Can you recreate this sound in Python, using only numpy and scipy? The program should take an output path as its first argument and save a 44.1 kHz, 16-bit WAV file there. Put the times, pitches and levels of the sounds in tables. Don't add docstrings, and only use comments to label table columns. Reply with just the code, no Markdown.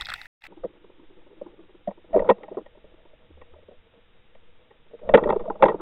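import sys
import numpy as np
from scipy.fft import rfft, irfft, next_fast_len
from scipy.io import wavfile
from scipy.ndimage import map_coordinates

SR = 44100
rng = np.random.default_rng(int(sys.argv[2]) if len(sys.argv) > 2 else 0)


def generate_wav(sig):
    pcm = np.round(np.clip(np.atleast_2d(sig).T, -1, 1) * 32767).astype(np.int16)
    wavfile.write(sys.argv[1], SR, pcm)


N = 256220
CUT_S, FAST_SPEED = .473, 4
CAMERA_RATE_HZ, TOP_HZ = 8000, 15929


def amp(db):
    return 10 ** (np.asarray(db) / 20)


def unit(x):
    return x / np.sqrt(np.mean(x ** 2) + 1e-20)


def curves(rows):
    times, *columns = np.transpose(rows)
    return [np.interp(np.arange(N) / SR, times, column) for column in columns]


def wobble(rate):
    return map_coordinates(rng.standard_normal(int(N * rate / SR) + 4), [np.arange(N) * rate / SR])


def filtered(x, response):
    size = next_fast_len(x.shape[-1] + SR // 4)
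    return irfft(rfft(x, size) * response(np.fft.rfftfreq(size, 1 / SR)), size)[..., :x.shape[-1]]


def modes(table, f):
    return sum((-1) ** k * amp(db) * 1j * f * width / (hz * hz - f * f + 1j * f * width)
               for k, (hz, width, db) in enumerate(table))


def band(hz, width, f):
    return modes([(hz, width, 0)], f) ** 2


def coloured(points, speed):
    f, db = np.transpose(points)
    shape = lambda hz: amp(np.interp(np.log(hz / speed + 1), np.log(f + 1), db))
    return unit(filtered(rng.standard_normal(N), shape))


# f/Hz, level/dB
HISS_SPECTRUM = [(65, -31), (110, -2), (167, -5), (480, -8), (665, -16.5), (796, -12), (3850, -12.5),
                 (5000, -47.5), (8470, -120)]

def hiss(speed, level_db):
    return amp(level_db) * coloured(HISS_SPECTRUM[1:-1], speed)


# f/Hz (where it is mirrored), level/dB
MIRROR_POINTS = [(4000, -53.5), (8000, -63), (12000, -67), (16000, -68)]

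def mirror_images(x):
    carrier = sum(amp(db) * np.cos(2 * np.pi * hz * np.arange(N) / SR) for hz, db in MIRROR_POINTS)
    images = filtered(x, lambda hz: hz > 250) * carrier
    return filtered(images, lambda hz: hz > CAMERA_RATE_HZ / 2)


# t/s, level/dB
MOAN_SWELL = [(3.2, -89.5), (3.32, -55), (3.5, -59), (3.68, -62), (3.8, -67), (3.9, -93)]

def moan():
    spectrum = [(50, -41.5), (65, 13.5), (90, 0.5), (120, -42.5), (300, -120)]
    return amp(curves(MOAN_SWELL)[0]) * coloured(spectrum, 1)


# f/Hz, level/dB
BUFFET_SPECTRUM = [(8, 9), (30, -4.5), (60, -14), (110, -17.5), (200, -57.5)]

def water_flow(level_db, speed):
    buffet = amp(level_db + 1.3 * wobble(6 * speed)) * coloured(BUFFET_SPECTRUM, speed)
    sway = amp(-55) * wobble(5 * speed)
    return buffet + sway


def line_rub(pitch_hz, speed, lumpy_db):
    drag = rng.standard_normal(N) * amp(lumpy_db * wobble(45 * speed))
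    ring = np.zeros(N)
    for hz, width, _ in BODY_MODES:
        nearness = np.exp(-(np.log(pitch_hz / hz) / 0.32) ** 2)
        ring += nearness * filtered(drag, lambda f: band(hz, 0.97 * width, f / speed))
    for group, db in (THUMP_MODES, -11.5), (RAP_MODES, -17), (CLICK_MODES, -39.5):
        ring += amp(db) * filtered(drag, lambda f: modes(group, f / speed))
    return unit(ring)


# t/s, rub level/dB, buffet level/dB, rub f/Hz
TOW_STRAIN = [(0, -40, -42, 516), (.05, -50, -54, 488), (.1, -43, -49, 519.4), (.27, -52, -59.5, 499.4),
              (.45, -45.5, -63.5, 480.4), (.48, -57.5, -72, 350), (.64, -57, -43, 400),
              (.72, -60.5, -57, 368.3), (1.4, -58.5, -56, 380.6), (2.05, -66.5, -53.5, 424.6),
              (2.2, -29.5, -28, 487), (2.4, -52, -60, 485.4), (2.5, -48.5, -56, 427.4),
              (2.7, -63.5, -52.5, 491), (3.45, -62, -53.5, 490), (4.5, -67.5, -59.5, 468),
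              (5.0, -61.5, -60, 489), (5.1, -37.5, -25.5, 512), (5.18, -25.5, -42, 510),
              (5.25, -34, -30, 481.5), (5.57, -47, -45, 480), (5.65, -20, -40, 516),
              (5.81, -40.5, -45, 408)]

def towing(speed, lumpy_db):
    rub_db, buffet_db, pitch_hz = curves(TOW_STRAIN)
    return amp(rub_db) * line_rub(pitch_hz, speed, lumpy_db) + water_flow(buffet_db, speed)


# f/Hz, width/Hz, level/dB
THUMP_MODES = [(208, 41, 4.5)]
BODY_MODES = [(345, 148, -1.5), (489, 98, -0.64), (634, 75, 0.91)]
RAP_MODES = [(824, 34, -1.5), (935.6, 130, -4), (1053, 77, -4.5), (1306, 300, -11)]
CLICK_MODES = [(1938, 61, 2.5), (2327, 290, -13.5), (2750, 33, -12), (3530, 360, -19.5)]

def knock(body_db, pitch_hz, rap_db, click_db, shake_ms, speed, rap_width_hz):
    t = np.arange(4096) / SR * speed
    size = 2 * len(t)
    f = np.fft.rfftfreq(size, 1 / SR) / speed
    progress = t / (max(shake_ms, 4) / 1000)
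    thump_db = rng.normal(-17.5, 4)
    shake = rng.standard_normal(len(t)) * np.minimum(t / 0.0011, 1)
    soft = rfft(shake * amp(-30 * progress ** 2), size)
    sharp = rfft(shake * amp(-40 * progress), size)
    body = irfft(soft * modes(BODY_MODES, f) * band(pitch_hz, 300, f))
    plop = np.sin(2 * np.pi * pitch_hz * t) * amp(-24 * progress ** 2) * (1 - np.exp(-t / 0.0029))
    body[:len(t)] += 1.2 * np.abs(body).max() * plop
    thump = irfft(soft * modes(THUMP_MODES, f) * band(220, 300, f))
    rap = irfft(sharp * modes(RAP_MODES, f) * band(963, rap_width_hz, f) ** 2)
    click = irfft(sharp * modes(CLICK_MODES, f) * band(3000, 3800, f))
    groups = (body, 0), (thump, thump_db), (rap, rap_db), (click, click_db)
    return sum(amp(body_db + db) * ring / np.abs(ring).max() for ring, db in groups)


# t/s, body peak level/dB, f/Hz, rap level/dB, click level/dB, shake length/ms
TUGS = [(0.0094, -28, 322, 8.5, -10, 21), (0.016, -27.5, 337, -3, -16, 11), (0.0196, -27, 372, -3, -31, 15),
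        (0.0484, -43.5, 649, 11, -13, 20), (0.0548, -44, 640, 20, -20, 27), (0.0683, -28, 445, -8, -16, 11),
        (0.0867, -27, 350, -4, -33, 20), (0.0882, -36, 464, -2, -19, 26), (0.0958, -26, 374, -7, -21, 19),
        (0.1012, -24, 355, -3.5, -16, 25), (0.115, -31.5, 455, -18, -25, 18),
        (0.1183, -24, 346, -18, -23, 17), (0.1234, -27, 440, -31, -31, 27),
        (0.1376, -22, 363, -2.5, -10.5, 23), (0.1564, -33.5, 470, -30, -26.5, 22),
        (0.2145, -31, 445, 0, -19, 16), (0.2554, -34, 436, -12, -21, 18), (0.42, -30.5, 420, 1, -21, 20),
        (0.4392, -36, 606, -8, -19, 25.7), (0.4524, -35, 424, -23, -40, 26),
        (0.466, -33.5, 460, -11, -24, 23), (0.481, -49, 328, -19, -22, 16),
        (0.519, -44.5, 460, -2, -25, 18), (0.569, -40.5, 330, -10.5, -22, 24),
        (0.635, -23, 549, -15, -33, 33), (0.646, -22, 467, -29, -31, 16), (0.731, -49, 360, -12, -20, 15),
        (0.841, -41, 410, -13, -30, 15), (0.896, -43, 365, -16, -28, 9.8),
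        (0.993, -44.5, 300, -9, -31.5, 16), (1.098, -50.5, 403, -5.5, -20, 38),
        (1.152, -64, 348, -12, -20, 26), (1.213, -55, 312, -5, -20, 13), (1.263, -46, 377, -11, -22, 21),
        (1.303, -49, 420, -9, -22, 41), (1.324, -46.5, 395, -20, -24, 16), (1.364, -47, 340, -18, -25, 28),
        (1.413, -24, 563, -32, -46, 9.8), (1.46, -35.5, 348, -8.5, -34, 22),
        (1.478, -45, 368, -10, -27, 25), (1.535, -46.5, 455, -15, -18, 11),
        (1.589, -40.5, 348, -16, -33, 28), (1.633, -51, 322, -13, -21, 12), (1.69, -48.5, 390, -9, -20, 30),
        (1.744, -42, 360, -15, -26, 22), (1.874, -18, 633, -35, -30.5, 11.3),
        (1.884, -23.5, 616, -17, -32, 16), (1.907, -33.5, 660, -5, -16, 14),
        (1.975, -42, 364, -10.5, -31.5, 27), (2.042, -43.5, 392, -16, -24, 14),
        (2.102, -44.5, 295, -13, -24, 15), (2.13, -23, 666, -24, -23, 22),
        (2.142, -11, 664.4, -19.5, -34, 18.5), (2.16, -5, 488, -21, -37.5, 18),
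        (2.176, -15.5, 475, -12.5, -28, 13.5), (2.192, -14, 569, -13, -17, 22.4),
        (2.218, -17, 500, -13.5, -36, 20), (2.243, -25, 630, -9.5, -26.5, 20),
        (2.274, -31, 495, -9.5, -19, 52), (2.289, -6, 507, -1, -19.5, 23.3),
        (2.298, -6.5, 489, -7, -14, 25), (2.309, -12.5, 585, -4.5, -40, 14),
        (2.382, -39, 441, -11, -15, 7.5), (2.401, -41.5, 614, -15, -37, 11),
        (2.432, -36.5, 425, -1, -1.5, 24), (2.48, -35, 656, -3.5, -18, 13),
        (2.513, -29, 390, -21.5, -44.5, 25), (2.544, -38, 635, -11.5, -18, 19),
        (2.57, -20.5, 441, -13.5, -34, 15), (2.58, -29.5, 459, -10, -26, 25),
        (2.607, -39, 317, -16, -37, 21), (2.66, -39, 642, -8, -8.5, 12), (2.748, -47, 600, -10, -16.5, 16),
        (2.772, -45.5, 430, -9.5, -32, 16), (2.841, -41.5, 446, -16.5, -27, 15),
        (2.938, -44, 347, -19, -31.5, 16), (3, -53, 656, -11, -20, 15), (3.052, -45.5, 511, -9.5, -25, 19),
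        (3.131, -47.5, 610, -38, -23, 11.4), (3.303, -44, 343, -19, -29, 9.8),
        (3.37, -48, 527, -7.5, -22, 24), (3.413, -40, 507, -4, -7, 23), (3.535, -45, 366, -5, -32, 23),
        (3.558, -45, 616, -27, -31, 19), (3.584, -48.5, 630, -18, -20, 25),
        (3.625, -48.5, 486, -20.5, -23, 24), (3.684, -36.5, 456, -24.5, -31, 14.4),
        (3.711, -43.5, 586, -44, -25.5, 25), (3.935, -54, 504, -24, -17.5, 16),
        (4.349, -45.5, 617, -11, -4.5, 16), (4.706, -46, 465, -2.5, -6, 20),
        (4.863, -51.5, 476, -10.5, -14.5, 17), (4.91, -47, 462, -20, -21, 12),
        (4.933, -32.5, 471, -26, -32, 35), (4.989, -50.5, 519, -3.5, -4, 22),
        (5.014, -38.5, 503, -24, -29, 21), (5.027, -34, 609, -28, -34, 16), (5.052, -41, 627, -24, -39, 21),
        (5.07, -29, 570, -37, -46, 17), (5.09, -13, 545, -9, -16, 12.8), (5.138, 3.5, 601, -6.5, -16, 15.6),
        (5.147, 0, 504, -10, -8.5, 19), (5.173, -9.5, 478, -1.5, -17.5, 19.6),
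        (5.187, -21.5, 495, 0.5, -36, 16), (5.225, -19, 337, -13, -45.5, 12.5),
        (5.236, -27.5, 316, 2.5, -0.5, 21), (5.257, -11, 485, -34.5, -39, 17.5),
        (5.271, -18, 526, -6, -30, 13), (5.289, -13.5, 500, -3.5, -20, 16),
        (5.301, -14, 398, 1, -12.5, 15.5), (5.323, -14.5, 512, -3, -23.5, 18),
        (5.36, -13.5, 454, -15.5, -34, 9.1), (5.394, -29.5, 493, -3, -17, 42),
        (5.41, -30.5, 396, -19.5, -36.5, 21), (5.436, -34, 637, -17.5, -30.5, 15),
        (5.453, -29, 530, -6.5, -25, 20), (5.477, -23.5, 670, -22, -42, 21), (5.499, -22, 424, 3, -24, 14),
        (5.553, -32, 556, -7, -29, 16), (5.593, -45, 648, 6, -14.5, 20), (5.623, -4.5, 551, 2.5, -13, 13.3),
        (5.634, 0, 539, -9.5, -26, 16.6), (5.653, -15, 374, 4.5, -12, 26),
        (5.659, -13, 482, -19, -35.5, 10), (5.682, -16.5, 476, 1.5, -12, 24),
        (5.696, -21.5, 460, -14, -10, 18.4), (5.717, -29, 582, 1.5, -30, 16),
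        (5.74, -18.5, 413, -13.5, -42, 23.6), (5.799, -36.5, 487, 5.5, -23, 20)]

def fish_tugs(from_s, until_s, speed, rap_width_hz):
    track = np.zeros(N)
    for start_s, *settings in TUGS:
        if from_s <= start_s < until_s:
            start = round(start_s * SR)
            sound = knock(*settings, speed, rap_width_hz)[:N - start]
            track[start:start + len(sound)] += sound
    return track


def camera(x, speed, hiss_db):
    clip_level, hardness = 0.69, 4.8
    clipped = x / (1 + np.abs(x / clip_level) ** hardness) ** (1 / hardness)
    edge_hz = CAMERA_RATE_HZ * speed / 2
    passed = lambda hz: np.clip((1.0384 * edge_hz - hz) / (0.055 * edge_hz), 0, 1)
    leak = lambda hz: amp(-28.5) * np.minimum(edge_hz / (hz + 1), 1) ** 3
    muffled = filtered(clipped, lambda hz: np.maximum(passed(hz), leak(hz)))
    return muffled + filtered(hiss(speed, hiss_db), passed)


# t/s, level/dB
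DROP_OUT = [(0, 0), (.2695, 0), (.271, -90), (.408, -90), (.409, -22), (.437, -14), (.439, 0)]

def scene():
    fast = fish_tugs(0, CUT_S, FAST_SPEED, rap_width_hz=600) + towing(FAST_SPEED, lumpy_db=2.5)
    fast = camera(fast, FAST_SPEED, hiss_db=-66.5) * amp(curves(DROP_OUT)[0])
    speed = 0.97
    normal = fish_tugs(CUT_S, N / SR, speed, rap_width_hz=1070) + towing(speed, lumpy_db=4)
    normal = camera(normal, speed, hiss_db=-63.5)
    normal = normal + mirror_images(normal) + moan()
    return np.where(np.arange(N) < CUT_S * SR, fast, normal)[None]


def record(dry):
    trace = amp(-100) * rng.standard_normal(N) * (np.arange(N) > CUT_S * SR)
    return filtered(dry + trace, lambda hz: hz < TOP_HZ)


dry = scene()
out = record(dry)
generate_wav(out)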